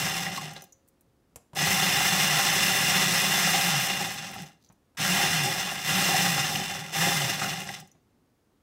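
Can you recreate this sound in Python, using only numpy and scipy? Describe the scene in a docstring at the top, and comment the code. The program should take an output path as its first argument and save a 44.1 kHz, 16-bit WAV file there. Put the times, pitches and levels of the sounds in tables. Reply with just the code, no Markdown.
"""An electric burr coffee grinder on a kitchen counter coasts to a stop and a faint tone fades.
After switch clicks it runs one long burst, then three short ones; each run glides up, holds and coasts down.
Fractured noise rings modelled housing modes for the beans, low noise makes the rumble and a sine pair the hum.
Fragments tick and ping around the stops, grounds slide once after the long burst, and a last click follows.
Filtered noise gives the quiet kitchen beneath it all. The sound is mono."""
import sys
import numpy as np
from scipy import signal
from scipy.fft import rfft, irfft
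from scipy.io import wavfile
from scipy.ndimage import uniform_filter1d

SR = 44100
rng = np.random.default_rng(int(sys.argv[2]) if len(sys.argv) > 2 else 0)


def transcribe(signal):
    """Save signal, clipped to [-1, 1], as a 16-bit WAV file at the path in sys.argv[1]."""
    frames = np.atleast_2d(signal).T
    limited = np.clip(frames, -1, 1)
    pcm = np.round(limited * 32767).astype(np.int16)
    wavfile.write(sys.argv[1], SR, pcm)


N = 380141
TIME = np.arange(N) / SR
FILTER_SIZE = 8192
FREQS = np.arange(FILTER_SIZE // 2 + 1) * SR / FILTER_SIZE


def from_db(db):
    """Decibels to gain."""
    return 10 ** (np.asarray(db) / 20)


def rms_one(x):
    """Scale to unit rms."""
    return x / np.sqrt(np.mean(x ** 2) + 1e-20)


def drift(rate):
    """Smooth random curve of rms 1, with rate new random points a second."""
    knots = rng.standard_normal(4000)
    return rms_one(np.interp(TIME * rate, np.arange(len(knots)), knots))


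def swell(middle, length):
    """A smooth rise from 0 to 1 and back."""
    return np.cos(np.pi * np.clip((TIME - middle) / length, -.5, .5)) ** 2


def slope(points):
    """Gain over frequency drawn through a few (f/Hz, level/dB) points."""
    hz, db = np.transpose(points)
    return from_db(np.interp(np.log(FREQS + 1), np.log(hz), db))


def resonances(modes):
    """Gain over frequency of (f/Hz, width/Hz, level/dB) modes with steep skirts, their powers added."""
    power = 0
    for hz, width, db in modes:
        peak = from_db(db) / (1 + ((FREQS - hz) / width) ** 2)
        power = power + peak ** 2
    return np.sqrt(power)


def through(x, gain):
    """Causal (minimum-phase) filter of the given shape; white noise keeps its level."""
    cepstrum = irfft(np.log(rms_one(gain) + 1e-5))
    # fold the cepstrum so that all of the response comes after the impulse
    cepstrum[1:FILTER_SIZE // 2] *= 2
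    cepstrum[FILTER_SIZE // 2 + 1:] = 0
    impulse_response = irfft(np.exp(rfft(cepstrum)))
    return signal.fftconvolve(x, impulse_response)[:N]


def grains(per_s, spread_db):
    """Random fractures of uneven size; mean power 1 at any rate."""
    sizes = from_db(spread_db * np.minimum(rng.exponential(1, N), 3))
    sizes = sizes * rng.choice([-1, 1], N)
    chance = np.clip(per_s / SR, 1e-4, 1)
    return rms_one(sizes) * (rng.random(N) < chance) / np.sqrt(chance)


def bursts(times, levels_db, t60):
    """Short splintering contacts: noise that starts at once and dies away by 60 dB in t60 seconds."""
    starts = np.zeros(N)
    starts[(times * SR).astype(int)] = from_db(levels_db)
    envelope = signal.lfilter([1], [1, -from_db(-60 / (t60 * SR))], starts + 1e-18)
    return envelope * rng.standard_normal(N)


def burrs(speed, gain_db, patchy_db=0.93, coast_db=0.11, fines_growth=0.25):
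    """Beans break in a dense, uneven stream that thins as the burrs slow, ringing and knocking the housing."""
    # resonances of housing, burrs and jar: f/Hz, width/Hz, level/dB
    housing_modes = [(1189, 25, -8), (1385, 22, -3.5), (1654, 50, -1), (1780, 45, -3), (1930, 60, -.5),
                     (2045, 80, 0), (2500, 110, -4.8), (2783, 81, 1.5), (3054, 37, -1.5), (3529, 130, -2),
                     (3950, 50, -6), (4286, 75, -6.5), (5130, 130, -5), (5330, 260, -9), (5560, 71, -10),
                     (6280, 50, -3.5), (7420, 140, -9.5), (7840, 60, -8), (8430, 30, -8), (8930, 140, -14),
                     (9240, 33, -11), (11000, 130, -15), (11800, 92, -14), (13250, 200, -14)]
    # broad colour of shattering beans between the resonances: f/Hz, level/dB
    shatter_colour = [(300, -30), (600, -17.5), (1100, -7.8), (1400, -10), (1900, -12.5), (2600, -9.5),
                      (3300, -12), (4600, -15.5), (5800, -7.5), (6900, -14), (8100, -14.5), (11000, -18),
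                      (12400, -18.5), (13300, -18), (16000, -20)]
    # low resonances of the housing: f/Hz, width/Hz, level/dB
    knock_modes = [(285.5, 17, -10.5), (372, 48, -9), (560, 58, -9.5), (715, 28, -2.5), (790, 36, 2.5)]
    # the body shaking on the counter: f/Hz, level/dB
    rumble_colour = [(25, -28.5), (48, -19), (62, -32), (85, -11), (115, -6), (148, 1), (180, 0),
                     (200, -1.5), (225, -6.5), (265, -14), (450, -28), (900, -50.5)]
    # the loudest beans cracking: t/s, level/dB, own pitch f/Hz, knock level re crack/dB
    loud_cracks = [(.061, -24.5, 2300, -0.5), (.262, -26, 1900, -2), (.36, -31, 4100, -8),
                   (0.373, -27, 1060, -5), (0.452, -30.5, 2900, 3), (0.562, -37, 4060, 5.5),
                   (1.564, -29, 1970, 5.5), (1.712, -21.5, 2054, -3.5), (2.389, -19.5, 1260, -3.5),
                   (3.897, -21, 2800, -6), (4.05, -30.5, 1700, 5), (4.241, -35.5, 3200, -3),
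                   (4.354, -37, 1290, 7), (6.085, -23, 1350, 0), (6.257, -22, 1500, 2.5),
                   (6.375, -26, 1350, 2), (6.551, -24, 2800, -8), (7.216, -21, 2880, -2.5),
                   (7.415, -23, 1340, -3), (7.441, -24.5, 1400, -6), (7.688, -26.5, 1900, -2)]
    # a hard bean binds and shakes the machine; the row at 5.0 s is instead the jolt as the motor starts: middle
    # t/s, length/s, knock gain/dB, rumble gain/dB
    binds = [(.43, .12, 3, 4), (4.39, .19, 3, 10), (5.0, .05, 2, 7), (5.47, .18, 5, 3), (6.14, .2, 4, 0),
             (6.59, .2, 3, 6), (7.07, .06, 7, 0), (7.45, .2, 4, 4)]

    load = np.clip(speed, .05, 1)
    # beans catch in clumps, the more so at low speed
    uneven = 1 - coast_db * 20 * np.log10(load)
    feed = rms_one(from_db((0.5 * drift(30) + 0.5 * drift(160)) * uneven))
    knock_gain = sum(db * swell(s, length) for s, length, db, _ in binds)
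    rumble_gain = sum(db * swell(s, length) for s, length, _, db in binds)

    # each layer follows its own power of the speed
    crunch = from_db(-24.3 + gain_db) * speed ** 1.03 * feed
    crunch = crunch * grains(6000 * load ** .7, spread_db=-1.0)
    knock = from_db(-35.4 + knock_gain) * speed ** .8 * feed
    knock = knock * grains(900 * load ** .5, spread_db=4.0)
    rumble = from_db(-37.8 + rumble_gain) * speed ** .65
    rumble = rumble * grains(1500 * load ** .5, spread_db=3.0)

    pops, jolts, crack_knocks = bean_cracks(loud_cracks + lesser_cracks(speed))
    ringing = through(crunch + jolts, np.hypot(resonances(housing_modes), slope(shatter_colour)))
    # coarse pieces sound low and fine ones high; each size comes and goes by itself
    pieces = np.zeros(N)
    for edge_hz in np.geomspace(1100, 8000, 6):
        coarse = signal.sosfiltfilt(signal.butter(2, edge_hz, fs=SR, output="sos"), ringing)
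        pieces += coarse * from_db(patchy_db * uneven * drift(55))
        ringing = ringing - coarse
    # the finest splinters fade further as the burrs slow
    fines = ringing * load ** fines_growth * from_db(0.8 * uneven * drift(22))

    knocking = through(knock + crack_knocks, resonances(knock_modes))
    return pieces + fines + pops + knocking + through(rumble, slope(rumble_colour))


def bean_cracks(cracks, t60=.04, bandwidth=0.092, own_db=-3.0, housing_db=-7, knock_db=-4, swell_s=0.0033):
    """A whole bean gives way over a few milliseconds: a pop at its own pitch, a jolt to the housing and a knock."""
    age = TIME[:SR // 8]
    shape = (1 - np.exp(-age / swell_s)) * from_db(-60 * (age - swell_s) / t60)
    pops, jolts, knocks = np.zeros((3, N))
    noise = rng.standard_normal((3, N))
    for s, db, hz, knock_rel in cracks:
        span = slice(int(s * SR), int(s * SR) + len(age))
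        splinters = noise[:, span] * shape * from_db(db)
        b, a = signal.iirpeak(hz, 1 / bandwidth, fs=SR)
        # a narrow pitch would lose power; the division restores it
        pops[span] += from_db(own_db) * signal.lfilter(b, a, splinters[0]) / np.sqrt(b[0])
        jolts[span] += from_db(housing_db) * splinters[1]
        knocks[span] += from_db(knock_db + knock_rel) * splinters[2]
    return pops, jolts, knocks


def lesser_cracks(speed, tries_per_s=9, full_speed_db=-28, spread_db=2.5, low_hz=1200, high_hz=4200):
    """Smaller beans crack at random while the burrs turn, more softly as they slow."""
    cracks, s = [], 0
    for wait, strength, pitch in rng.random((200, 3)):
        s -= np.log(1 - wait) / tries_per_s
        turning = np.interp(s, TIME, speed)
        if turning > 0:
            db = full_speed_db + .9 * 20 * np.log10(turning) + spread_db * (2 * strength - 1)
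            cracks.append((s, db, low_hz * (high_hz / low_hz) ** pitch, 0))
    return cracks


def motor(speed, full_hz=193, octave_db=-20, waver_db=1.8, jostle=.016):
    """The hum follows the shaft speed, which the beans jostle, and swells as it glides through the body's resonance."""
    # how strongly the body passes the hum: f/Hz, level/dB
    hum_response = [(95, -70), (119, -53), (136, -36), (150, -34.5), (163, -35.5), (180, -33.5), (188, -38),
                    (194, -44)]
    hz = full_hz * speed
    passed = from_db(np.interp(hz, *np.transpose(hum_response), left=-np.inf))
    level = lagged(passed) * from_db(waver_db * drift(28))
    phase = 2 * np.pi * np.cumsum(hz * (1 + jostle * drift(40))) / SR
    return level * np.sqrt(2) * (np.sin(phase) + from_db(octave_db) * np.sin(2 * phase))


def lagged(drive, lag_s=.014):
    """The body's resonance takes a moment to build up under the hum and to die away."""
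    keep = np.exp(-1 / (lag_s * SR))
    return signal.lfilter([1 - keep], [1, -keep], drive + 1e-18)


def shaft(rise_s, drag_s=.72, friction_per_s=.5, halt_s=.14):
    """Share of full speed, and each run's crunch gain: a powered rise, then a coast against drag and friction."""
    # the motor's runs: switched on t/s, held/s, coasting until beans halt the burrs/s, crunch gain/dB
    runs = [(-.8, .6, .87, -.3), (1.551, 2.065, .96, .3), (4.969, .307, .95, -.4), (5.833, .386, .84, -.3),
            (6.917, .166, .8, -1.1)]
    speed, gain_db = np.zeros((2, N))
    brake = friction_per_s * drag_s
    for on, held, coast, db in runs:
        # a restart picks up from whatever speed is left
        lacking = 1 - np.interp(on, TIME, speed)
        driven = 1 - lacking * np.exp(-np.clip(TIME - on, 0, held) / rise_s)
        coasting = (driven + brake) * np.exp(-np.maximum(TIME - on - held, 0) / drag_s) - brake
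        free = np.tanh(np.maximum(on + held + coast - TIME, 0) / halt_s)
        speed = np.where(TIME >= on, np.maximum(coasting, 0) * free, speed)
        gain_db = np.where(TIME >= on, db, gain_db)
    return speed, gain_db


def switches(crack_t60=0.0047, snap_t60=.045, thud_t60=0.11):
    """A contact strikes with a brief crack; its spring buzzes on and its plastic box thuds."""
    # switch and relay clicks: t/s, snap level/dB, thud level/dB
    clicks = [(1.359, -36.5, -44), (1.533, -58, -40.5), (1.55, -42.5, -47.5), (4.700, -76, -51),
              (4.949, -74, -58), (7.95, -81, -56)]
    # colours of a click's snap and thud: f/Hz, level/dB
    snap_colour = [(300, -18.5), (900, -17.5), (2300, -2.5), (4500, -8), (7000, 7), (11000, 4.5),
                   (16000, -7.5)]
    thud_colour = [(50, -3.5), (130, 9), (220, 5), (350, -4.5), (700, 2), (1400, -10), (3500, -20),
                   (12000, -39.5)]
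    s, snap_db, thud_db = np.transpose(clicks)
    snap = bursts(s, snap_db, t60=crack_t60) + bursts(s, snap_db - 3, t60=snap_t60)
    thud = bursts(s, thud_db, t60=crack_t60) + bursts(s, thud_db - 3.5, t60=thud_t60)
    return through(snap, slope(snap_colour)) + through(thud, slope(thud_colour))


def fragments(slide_at_s=4.645, slide_s=.12, slide_db=-69):
    """Hard crumbs tick and ping against metal and glass; loose grounds slide down the chute once."""
    # last fragments dropping: t/s, tick level/dB, ping level/dB
    drops = [(.534, -44, -56), (.6206, -42.5, -46), (.6395, -44, -58), (0.723, -55, -45.5),
             (.877, -61, -80), (.885, -54, -77), (1.0092, -56, -78), (4.315, -45, -58), (4.341, -41, -58),
             (4.419, -47, -49), (4.46, -63, -50), (4.646, -66, -56), (4.688, -70, -61), (4.724, -59, -68),
             (7.602, -36, -44), (7.8, -42, -52), (7.874, -55, -59), (7.915, -64, -58)]
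    # colour of a tick: f/Hz, level/dB
    tick_colour = [(800, -22), (3000, -17), (5500, -8), (8500, 4), (16000, 2.5)]
    # modes pinged by a fragment: f/Hz, width/Hz, level/dB
    ping_modes = [(5980, 120, 7), (6300, 200, -1), (6900, 140, 4)]
    # colour of the sliding grounds: f/Hz, level/dB
    grounds_colour = [(1500, -22), (3000, -12), (3800, 0), (6300, -4), (8000, -12), (16000, -16)]
    s, tick_db, ping_db = np.transpose(drops)
    ticks = through(bursts(s, tick_db, t60=.032), slope(tick_colour))
    pings = through(bursts(s, ping_db, t60=0.045), resonances(ping_modes))
    slide = from_db(slide_db) * swell(slide_at_s, slide_s) * grains(500, spread_db=2.0)
    return ticks + pings + through(slide, slope(grounds_colour))


def after_ring(start_s=.6, length_s=.7, tone_hz=538, tone_db=-71, fade_db_per_s=17):
    """One faint sine of steady pitch fades away around and after the first stop."""
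    age = TIME - start_s
    # the moving average softens both ends
    gate = uniform_filter1d(((age > 0) & (age < length_s)) * 1., size=400)
    return gate * from_db(tone_db - fade_db_per_s * age) * np.sin(2 * np.pi * tone_hz * age)


def kitchen(x):
    """Counter and corner walls return a short, dense, dull tail; the rest of the room adds a fainter, longer one."""
    age = TIME[:SR]
    out = x
    # walls, then room: t60/s, level/dB, top f/Hz
    for t60, db, top_hz in ((0.33, -9, 6000), (1.1, -31, 2500)):
        # no reflection comes back before 5.6 ms
        tail = rng.standard_normal(len(age)) * from_db(-60 * age / t60) * (age > 0.0056)
        tail = tail / np.linalg.norm(tail)
        tail = signal.lfilter(*signal.butter(1, top_hz, fs=SR), tail)
        out = out + from_db(db) * signal.fftconvolve(x, tail)[:N]
    return out


def quiet_room(level_db=-67.5):
    """The quiet kitchen: steady noise, strongest in the bass."""
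    # colour of the quiet kitchen: f/Hz, level per Hz/dB
    room_colour = [(15, -34.5), (25, -9.5), (86, -2.5), (209, -6), (240, -2), (260, -4.5), (349, -7),
                   (598, -15.5), (1100, -19.5), (2000, -26), (2920, -28.5), (3440, -29), (15500, -36)]
    return from_db(level_db) * through(rng.standard_normal(N), slope(room_colour))


def scene():
    """The grinder in the quiet kitchen, alike in both channels."""
    speed, _ = shaft(rise_s=.054)
    # the starting torque makes the burrs bite sooner than the shaft gains speed
    bite, gain_db = shaft(rise_s=.039)
    reverberant = kitchen(burrs(bite, gain_db) + switches() + fragments())
    mono = reverberant + motor(speed) + after_ring() + quiet_room()
    return np.stack([mono, mono])


def record(dry, low_cut_hz=38, cutoff_hz=15720):
    """The microphone loses the deepest bass; the top is cut steeply."""
    thinned = signal.sosfilt(signal.butter(4, low_cut_hz, "high", fs=SR, output="sos"), dry)
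    return signal.sosfilt(signal.ellip(12, .1, 80, cutoff_hz, fs=SR, output="sos"), thinned)


dry = scene()
out = record(dry)
transcribe(out)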